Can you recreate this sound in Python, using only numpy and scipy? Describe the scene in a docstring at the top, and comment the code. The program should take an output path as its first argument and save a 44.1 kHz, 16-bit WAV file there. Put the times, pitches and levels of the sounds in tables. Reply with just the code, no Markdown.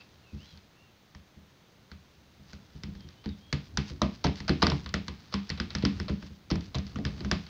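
"""A small kitchen: oiled hands pat a sheet of dough flat in a metal baking tray on a wooden table.
Soft presses come first, then quick slaps: wet skin cracks on the dough and rings trapped air pockets,
and the damped tray and table thump under it. Between the blows the hands rub and peel off with a
sticky crackle. Faint whistles, like a bird's, come from further off."""
import sys
import numpy as np
from scipy import signal
from scipy.fft import rfft, irfft, next_fast_len
from scipy.io import wavfile
from scipy.ndimage import uniform_filter1d

SR = 44100
rng = np.random.default_rng(int(sys.argv[2]) if len(sys.argv) > 2 else 0)


def transcribe(signal):
    """Save signal, clipped to [-1, 1], as a 16-bit WAV file at the path in sys.argv[1]."""
    frames = np.atleast_2d(signal).T
    limited = np.clip(frames, -1, 1)
    pcm = np.round(limited * 32767).astype(np.int16)
    wavfile.write(sys.argv[1], SR, pcm)


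N = 330597
BLOW_T = np.arange(SR // 2) / SR   # time axis of one blow, s
USUAL_SMACK_DB, USUAL_THUMP_DB = -34, -30.5   # a middling pat

# Skin smacks the dough, the hand's weight thumps the tray. Each row: start in seconds, smack in dB,
# wet crack and air pop in dB re smack, air pocket in Hz, thump in dB, favoured tray pitch in Hz.
PATS = [(1.149, -50.5, -2.5, -5, 1520, -48.5, 174), (1.916, -47, -1, -8, 1600, -46.5, 168),
        (2.532, -48, 0, -6, 1540, -46, 170), (2.835, -44.5, 5, -10, 1880, -39.5, 179),
        (2.952, -57, -1, -9, 1940, -45.5, 194), (3.259, -45.5, 1, 3.5, 1390, -33.5, 188.4),
        (3.5274, -30, 2.5, -10, 1870, -27.5, 144), (3.773, -28, 3, -14.5, 1360, -27.5, 144),
        (4.0175, -27.5, 1.5, 5, 1180, -25, 258), (4.2463, -29.5, -8, -0.5, 1030, -23, 145),
        (4.268, -34, -1, -2, 1160, -31.5, 200), (4.4034, -40, -1, -5, 1810, -37, 175),
        (4.4936, -26.5, 0.5, -2, 1380, -21, 163), (4.6267, -21.5, -0.5, 3, 1065, -21.5, 184),
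        (4.668, -31.5, 9.5, 8, 1200, -25.5, 164), (4.7193, -33.5, -4, -2.5, 980, -28.5, 153),
        (4.861, -39.5, 0.5, -9, 1237, -42.5, 178), (4.9407, -25.5, -4, -9, 1850, -29, 204),
        (5.0817, -36.5, 1.5, -8.5, 1310, -36.5, 172), (5.3402, -29, 0, -12, 1470, -30, 199),
        (5.5014, -33, 3.5, -16, 1990, -33.5, 170), (5.6003, -31.5, 2, -13, 1270, -29.5, 203),
        (5.7508, -32.5, 3, -10, 1830, -32, 170), (5.851, -29, 4.5, -7, 1260, -28.5, 188),
        (5.9999, -36, -1.5, -9, 1880, -32.5, 170), (6.097, -42.5, -11, -0.5, 1270, -27.5, 213),
        (6.227, -46, -9, 1.5, 1290, -43, 196), (6.5133, -44, 12, 7, 1080, -24, 148),
        (6.556, -40, -3.5, 0.5, 1630, -37, 191), (6.7521, -45.5, 10, -8, 1040, -29, 146),
        (6.7842, -47, 7, -12, 1350, -38, 205), (6.9581, -38, -12, -8.5, 1340, -33.5, 207),
        (6.987, -54, 1, 13.5, 1410, -35, 185), (7.051, -34, 0, -19, 1820, -30, 121),
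        (7.206, -53.5, 12.5, 6, 1200, -36.5, 177), (7.2478, -38, -7, -1.5, 1330, -33, 189),
        (7.3137, -25, 1.5, -5.5, 1180, -26, 169.6)]


def from_db(db):
    """Decibels to gain."""
    return 10 ** (np.asarray(db) / 20)


def unit_rms(x):
    """Scale to rms 1."""
    return x / np.sqrt(np.mean(x ** 2) + 1e-20)


def unit_peak_rms(x, window_s):
    """Scale the loudest window to rms 1."""
    power = uniform_filter1d(x ** 2, max(2, int(window_s * SR)), mode="constant")
    return x / np.sqrt(power.max() + 1e-20)


def at_hz(points, hz):
    """Interpolate a table over log frequency."""
    points_hz, values = np.transpose(points)
    return np.interp(np.log(np.maximum(hz, 1)), np.log(points_hz), values)


def coloured(x, spectrum):
    """Shape noise by (Hz, dB) points; rms 1."""
    size = next_fast_len(N)
    hz = np.arange(size // 2 + 1) * SR / size
    return unit_rms(irfft(rfft(x, size) * from_db(at_hz(spectrum, hz)), size)[:N])


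def butter(x, hz, kind, order=2):
    """Causal Butterworth filter."""
    return signal.sosfilt(signal.butter(order, hz, kind, fs=SR, output="sos"), x + 1e-18)


def resonate(x, hz, width_hz):
    """Two-pole resonance, peak gain 1."""
    r = np.exp(-np.pi * width_hz / SR)
    feedback = [1, -2 * r * np.cos(2 * np.pi * hz / SR), r * r]
    return signal.lfilter(np.array([1, 0, -1]) * (1 - r * r) / 2, feedback, x + 1e-18)


def add(out, start_s, sound):
    """Mix a sound in at start_s."""
    start = max(0, round(start_s * SR))
    out[start:start + len(sound)] += sound[:max(0, N - start)]


def microphone(x):
    """Treble roll-off, minimum phase: nothing sounds ahead of a slap."""
    # Each row: frequency in Hz, gain in dB.
    response = [(5400, 0), (6400, 0.5), (6900, -4.5), (7400, -7.5), (8300, -13), (10000, -16), (15000, -28)]
    size = 2048
    hz = np.arange(size // 2 + 1) * SR / size
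    cepstrum = irfft(np.log(from_db(at_hz(response, hz))))
    cepstrum[1:size // 2] *= 2
    cepstrum[size // 2 + 1:] = 0
    return signal.fftconvolve(x, irfft(np.exp(rfft(cepstrum))))[:N]


def room_tone(level_db):
    """Steady, mostly low noise of the quiet kitchen."""
    # Each row: frequency in Hz, relative density in dB.
    spectrum = [(15, -27), (25, 2), (45, -15.5), (76, -2), (165, 2), (235, -3.5), (590, -9.5), (840, -12),
                (1100, -13), (3000, -17), (3700, -15), (5200, -21.5), (6400, -21.5), (8000, -26),
                (15000, -37)]
    return from_db(level_db) * coloured(rng.standard_normal(N), spectrum)


def kitchen_reverb(x, colour, build_s):
    """Reflections crowd in within milliseconds; each octave decays at its own rate."""
    # Each row: frequency in Hz, T60 in seconds.
    decay_times = [(100, 0.3), (400, 0.22), (1500, 0.24), (5000, 0.33), (10000, 0.1)]
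    edges_hz = np.geomspace(60, 15360, 9)
    response = 0
    for low, high in zip(edges_hz, edges_hz[1:]):
        band = butter(rng.standard_normal(len(BLOW_T)), [low, high], "band", order=4)
        t60_s = at_hz(decay_times, np.sqrt(low * high))
        response += band * from_db(-60 * BLOW_T / t60_s)
    gains = from_db(at_hz(colour, np.arange(SR // 2 + 1)))   # 1 Hz grid
    response = irfft(rfft(response, SR) * gains)[:len(BLOW_T)]
    response *= 1 - np.exp(-BLOW_T / build_s)
    return signal.fftconvolve(x, response / np.sqrt(np.sum(response ** 2)))[:N]


def whistles(waver):
    """Birdlike, nearly pure tones swell and fade as their pitch bends along an arc."""
    # Each row: start and length in seconds, level in dB, first, middle and last pitch in Hz.
    notes = [(0.0, 0.028, -53.5, 2600, 2640, 2510), (0.228, 0.13, -64.5, 2900, 2580, 2550),
             (0.385, 0.083, -58, 2550, 3040, 3290), (0.451, .09, -60, 3600, 4120, 3650),
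             (0.464, .11, -62.5, 3400, 3310, 3000), (0.75, 0.15, -66, 2520, 2780, 2570),
             (2.97, 0.112, -63, 3450, 3180, 3380), (3.138, .11, -66, 3250, 3010, 3550),
             (3.268, 0.074, -57, 3650, 3760, 3300), (3.386, 0.22, -62, 3140, 3300, 3230)]
    out = np.zeros(N)
    for start_s, length_s, db, *pitches_hz in notes:
        along = np.linspace(0, 1, int(length_s * SR))
        hz = np.polyval(np.polyfit([0, .5, 1], pitches_hz, 2), along)
        jitter = unit_rms(butter(rng.standard_normal(len(BLOW_T)), 150, "low"))[:len(along)]
        tone = np.sin(2 * np.pi * np.cumsum(hz * (1 + waver * jitter)) / SR)
        swell = np.sqrt(np.abs(np.sin(np.pi * along)))
        add(out, start_s, from_db(db) * swell * tone)
    return out


def oil_snaps(per_s, spread_db):
    """Oil threads break at random: many tiny impulses, a few large."""
    sizes = from_db(spread_db * np.minimum(rng.exponential(1, N), 5))
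    signs = rng.choice([-1, 1], N)
    return sizes * signs * (rng.random(N) < per_s / SR)


def rubbing_hands(rub_gain_db, sticky_gain_db):
    """Pressing palms rumble through the tray; sticky skin crackles."""
    # Each row: time in seconds, crackle in dB, rubbing in dB.
    activity = [(0.0, -63, -58), (1.13, -75, -72.5), (2.8, -64, -56.5), (2.92, -62, -46.5),
                (3.4, -66, -62.5), (3.8, -63.5, -42.5), (4.28, -57.5, -53.5), (4.61, -55, -39.5),
                (4.97, -73, -46), (5.14, -60, -50.5), (5.3, -55.5, -56.5), (5.72, -55, -47),
                (6.01, -52, -38.5), (6.37, -62.5, -67), (6.55, -75, -41), (6.68, -62, -47),
                (7.27, -53, -36), (7.5, -55, -53)]
    # Each row: frequency in Hz, relative density in dB.
    rub_spectrum = [(30, -17.5), (65, 6), (100, 3), (190, -7), (330, -12.5), (550, -27), (1200, -31.5),
                    (3000, -45)]
    sticky_spectrum = [(400, -13), (1200, -0.5), (2600, -5), (4700, -0.5), (6300, -12), (8500, -21.5)]
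    times_s, *levels_db = np.transpose(activity)
    sticky_db, rub_db = [np.interp(np.arange(N) / SR, times_s, db) for db in levels_db]
    rumble = coloured(rng.standard_normal(N), rub_spectrum)
    crackle = coloured(oil_snaps(per_s=2500, spread_db=4.0), sticky_spectrum)
    return from_db(rub_db + rub_gain_db) * rumble + from_db(sticky_db + sticky_gain_db) * crackle


def peeling(peel_db, slide_gain_db):
    """The oil film tears in a swell of fizz as fingers slide or the palm lifts after a pat."""
    # Each row: centre in seconds, level in dB, Gaussian sigma in seconds.
    slides = [(0.467, -62, 0.098), (2.517, -61, 0.035), (2.758, -63.5, 0.022), (3.889, -51, 0.025),
              (4.37, -55, 0.014), (6.269, -52, 0.0076)]
    # Each row: frequency in Hz, relative density in dB.
    fizz_spectrum = [(600, -11), (1400, -4.5), (2600, -4), (3500, -3), (4800, 0), (6400, -9.5),
                     (8500, -18.5)]
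    lift_delay_s, lift_sigma_s = 0.13, 0.02
    t = np.arange(N) / SR
    swells = np.zeros(N)
    for centre_s, db, sigma_s in slides:
        bell = np.exp(-.5 * np.minimum(((t - centre_s) / sigma_s) ** 2, 60))
        swells += from_db(db + slide_gain_db) * bell
    lift = np.exp(-.5 * ((BLOW_T - lift_delay_s) / lift_sigma_s) ** 2)
    for start_s, *_, thump_db, _ in PATS:
        force_db = thump_db - USUAL_THUMP_DB
        add(swells, start_s, from_db(peel_db + .75 * force_db) * lift)
    return swells * coloured(oil_snaps(per_s=5700, spread_db=5.5), fizz_spectrum)


def thumps(tray_gain_db, rise_cycles, detune, focus_db_per_octave, scatter_db):
    """Table and tray modes swell, cushioned by dough; where the hand lands decides which ring most."""
    # Wooden table, damped tray, upper knock. Each row: mode in Hz, relative level in dB, T60 in seconds.
    table_modes = [(64.9, 3.5, 0.17), (77, 7, 0.21), (95.8, -6, 0.32)]
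    tray_modes = [(129.8, -7, 0.16), (146.2, -2, 0.18), (172, -6, 0.2), (196.9, -2, 0.24),
                  (215.7, -11, 0.3)]
    knock_modes = [(250.7, -4.5, 0.19), (282.4, -2.5, 0.2), (324, 1, 0.088), (375, -4.5, 0.14),
                   (448, -7.5, 0.11)]
    # Blows with no smack. Each row: start in seconds, thump in dB, favoured tray pitch in Hz.
    presses = [(0.327, -44, 175), (0.338, -41, 202), (0.526, -53, 175), (1.368, -52, 178),
               (2.397, -51, 140), (2.75, -44.5, 148), (2.883, -40.5, 194), (3.044, -46.5, 145),
               (3.907, -37, 124), (5.837, -24, 234), (6.306, -45, 207), (6.54, -31.5, 191)]
    weight_lag_s = .0015   # the hand's weight lands after the skin
    blows = [(s + weight_lag_s, db, hz, pop_db) for s, _, _, pop_db, _, db, hz in PATS]
    blows += [(s, db, hz, 0) for s, db, hz in presses]
    out = np.zeros(N)
    for start_s, thump_db, favoured_hz, pop_db in blows:
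        force_db = thump_db - USUAL_THUMP_DB
        table_db = -3 + .75 * force_db
        tray_db = tray_gain_db + force_db
        knock_db = -6 + 1.28 * force_db + 0.3 * pop_db   # a cupped hand knocks more
        for modes, group_db in (table_modes, table_db), (tray_modes, tray_db), (knock_modes, knock_db):
            ringing = 0
            for hz, db, t60_s in modes:
                strength, hand_load, phase = rng.standard_normal(3)
                octaves_off = abs(np.log2(hz / favoured_hz)) if modes is tray_modes else 0
                mode_db = db + scatter_db * strength - focus_db_per_octave * octaves_off
                swell = 1 - np.exp(-BLOW_T * hz / rise_cycles)
                wave = np.sin(2 * np.pi * hz * (1 + detune * hand_load) * BLOW_T + phase)
                ringing += from_db(mode_db - 60 * BLOW_T / t60_s) * swell * wave
            add(out, start_s, from_db(USUAL_THUMP_DB + group_db) * unit_peak_rms(ringing, window_s=0.01))
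    return out


def air_pockets(contacts, pockets, main_hz, cutoff_ratio):
    """Air rings between skin and dough, differently each touch; a soft touch has a low cutoff."""
    burst = 0
    for k, (ratio, width_hz, db) in enumerate(pockets):
        gain = (-1) ** k * from_db(db + rng.normal(0, 1))
        hz = main_hz * ratio * np.exp(0.088 * rng.normal())
        burst += gain * resonate(contacts, hz, width_hz)
    burst = butter(burst, np.clip(cutoff_ratio * main_hz, 100, .45 * SR), "low")
    return unit_peak_rms(burst, window_s=0.0056)


def skin_contacts(touches, decay_ms, grain, cutoff_ratio,
                  pop_gain_db, smack_gain_db, crack_gain_db, spill_gain_db):
    """An impulse and a dying spray of contacts ring the air pockets. Returns close sound, room spill."""
    # Air pockets, large to small. Each row: ratio to the main pitch, width in Hz, relative level in dB.
    pop_pockets = [(1, 620, 0.5), (1.5, 490, 7.5)]
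    smack_pockets = [(.7, 460, 1), (1, 483, 5.5), (1.45, 344, -12)]
    crack_pockets = [(.76, 1295, -4.5), (1, 944, 7.5), (1.2, 1200, 1.5)]
    pop_hz = 509
    close, spill = np.zeros((2, N))
    t = BLOW_T[:SR // 12]
    for start_s, touch_db, crack_db, pop_db, pocket_hz in touches:
        contacts = grain * rng.standard_normal(len(t)) * np.exp(-t * 1000 / decay_ms)
        contacts[0] += 1
        crack_hz = 4443 + 7 * (touch_db - USUAL_SMACK_DB)   # harder cracks higher
        for pockets, main_hz, db in [(pop_pockets, pop_hz, pop_db + pop_gain_db),
                                     (smack_pockets, pocket_hz, smack_gain_db),
                                     (crack_pockets, crack_hz, crack_db + crack_gain_db)]:
            burst = air_pockets(contacts, pockets, main_hz, cutoff_ratio)
            add(close, start_s, from_db(touch_db + db) * burst)
        smack_and_crack = np.hypot(from_db(smack_gain_db), from_db(crack_db + crack_gain_db))
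        add(spill, start_s, from_db([touch_db + spill_gain_db]) * smack_and_crack)   # one impulse
    return np.array([close, spill])


def wet_skin():
    """Pats snap, rolling palms squelch for longer, fingertips mostly crack."""
    # Palms roll down and squeeze out oil; fingertips tick. Each row: start in seconds, level in dB.
    palm_rolls = [(0.008, -57), (3.2413, -55), (4.2411, -31.5), (4.4795, -35), (4.62, -28), (5.3248, -45),
                  (5.575, -47.5), (5.8233, -42), (6.0818, -41), (6.502, -37.5), (6.7456, -39), (7.062, -45)]
    fingertips = [(0.5746, -53.5), (3.006, -55), (3.088, -52.5), (3.29, -48.5), (4.15, -61), (4.635, -31),
                  (4.7001, -31), (4.8913, -45), (5.493, -39), (5.7047, -39), (5.7846, -43.5), (6.608, -48),
                  (6.867, -48.5), (7.466, -46.5)]
    palm_pocket_hz, finger_pocket_hz = 1210, 1600
    pats = skin_contacts([row[:5] for row in PATS],
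                         decay_ms=2.18, grain=0.21, cutoff_ratio=4.1,
                         pop_gain_db=-3.0, smack_gain_db=-1.07, crack_gain_db=-1.7, spill_gain_db=17.5)
    rolls = skin_contacts([(s, db, 0, 0, palm_pocket_hz) for s, db in palm_rolls],
                          decay_ms=8.1, grain=1.7, cutoff_ratio=1.24,
                          pop_gain_db=-2.5, smack_gain_db=-1.5, crack_gain_db=0.5, spill_gain_db=23.5)
    tips = skin_contacts([(s, db, 0, 0, finger_pocket_hz) for s, db in fingertips],
                         decay_ms=2.4, grain=0.48, cutoff_ratio=2.9,
                         pop_gain_db=-22, smack_gain_db=-9.5, crack_gain_db=-0.2, spill_gain_db=19.5)
    return pats + rolls + tips


def scene():
    """Skin, tray and hands close by in the kitchen; whistles further off. Mono."""
    # Reverb colours: what a slap radiates all round, and the room's answer to pops and thumps.
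    # Each row: frequency in Hz, relative gain in dB.
    bright_colour = [(200, -15.5), (500, -2), (850, 4), (1300, 3.5), (2000, 4.5), (2800, 4), (4000, 2),
                     (5200, -3.5), (6400, -22), (7400, -16.5), (10000, -14)]
    low_colour = [(80, -17), (200, -2), (300, -3.5), (450, 1.5), (800, -6), (1300, -14), (3000, -33),
                  (8000, -16.5)]
    smacks, spill = wet_skin()
    tray = thumps(tray_gain_db=0.17, rise_cycles=0.68, detune=.025,
                  focus_db_per_octave=14.5, scatter_db=2.0)
    hands = rubbing_hands(rub_gain_db=-2.5, sticky_gain_db=-4)
    hands += peeling(peel_db=-60.5, slide_gain_db=0.5)
    bright_tail = kitchen_reverb(spill, bright_colour, build_s=0.0005)
    low_tail = from_db(-11.5) * kitchen_reverb(smacks + from_db(-9.0) * tray, low_colour, build_s=0.002)
    notes = whistles(waver=0.0156)
    far_notes = notes + from_db(-13.5) * kitchen_reverb(notes, bright_colour, build_s=0.0048)
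    return (smacks + tray + hands + bright_tail + low_tail + far_notes + room_tone(level_db=-61))[None]


def record(dry):
    """Small microphone: little treble, no deep bass, rounded peaks, thin hiss."""
    # Each row: frequency in Hz, relative density in dB.
    hiss_spectrum = [(3000, 0), (8000, -10), (13300, -10.5), (14700, -3.5), (15500, 1), (16200, -24)]
    low_cut_hz, high_cut_hz, overload_level, hiss_db = 27, 15900, 1.4, -74
    dull = butter(microphone(dry[0]), low_cut_hz, "high")
    rounded = overload_level * np.tanh(dull / overload_level)
    hiss = from_db(hiss_db) * coloured(rng.standard_normal(N), hiss_spectrum)
    steep_lowpass = signal.ellip(10, .1, 70, high_cut_hz, fs=SR, output="sos")
    return signal.sosfilt(steep_lowpass, rounded + hiss)[None]


dry = scene()
out = record(dry)
transcribe(out)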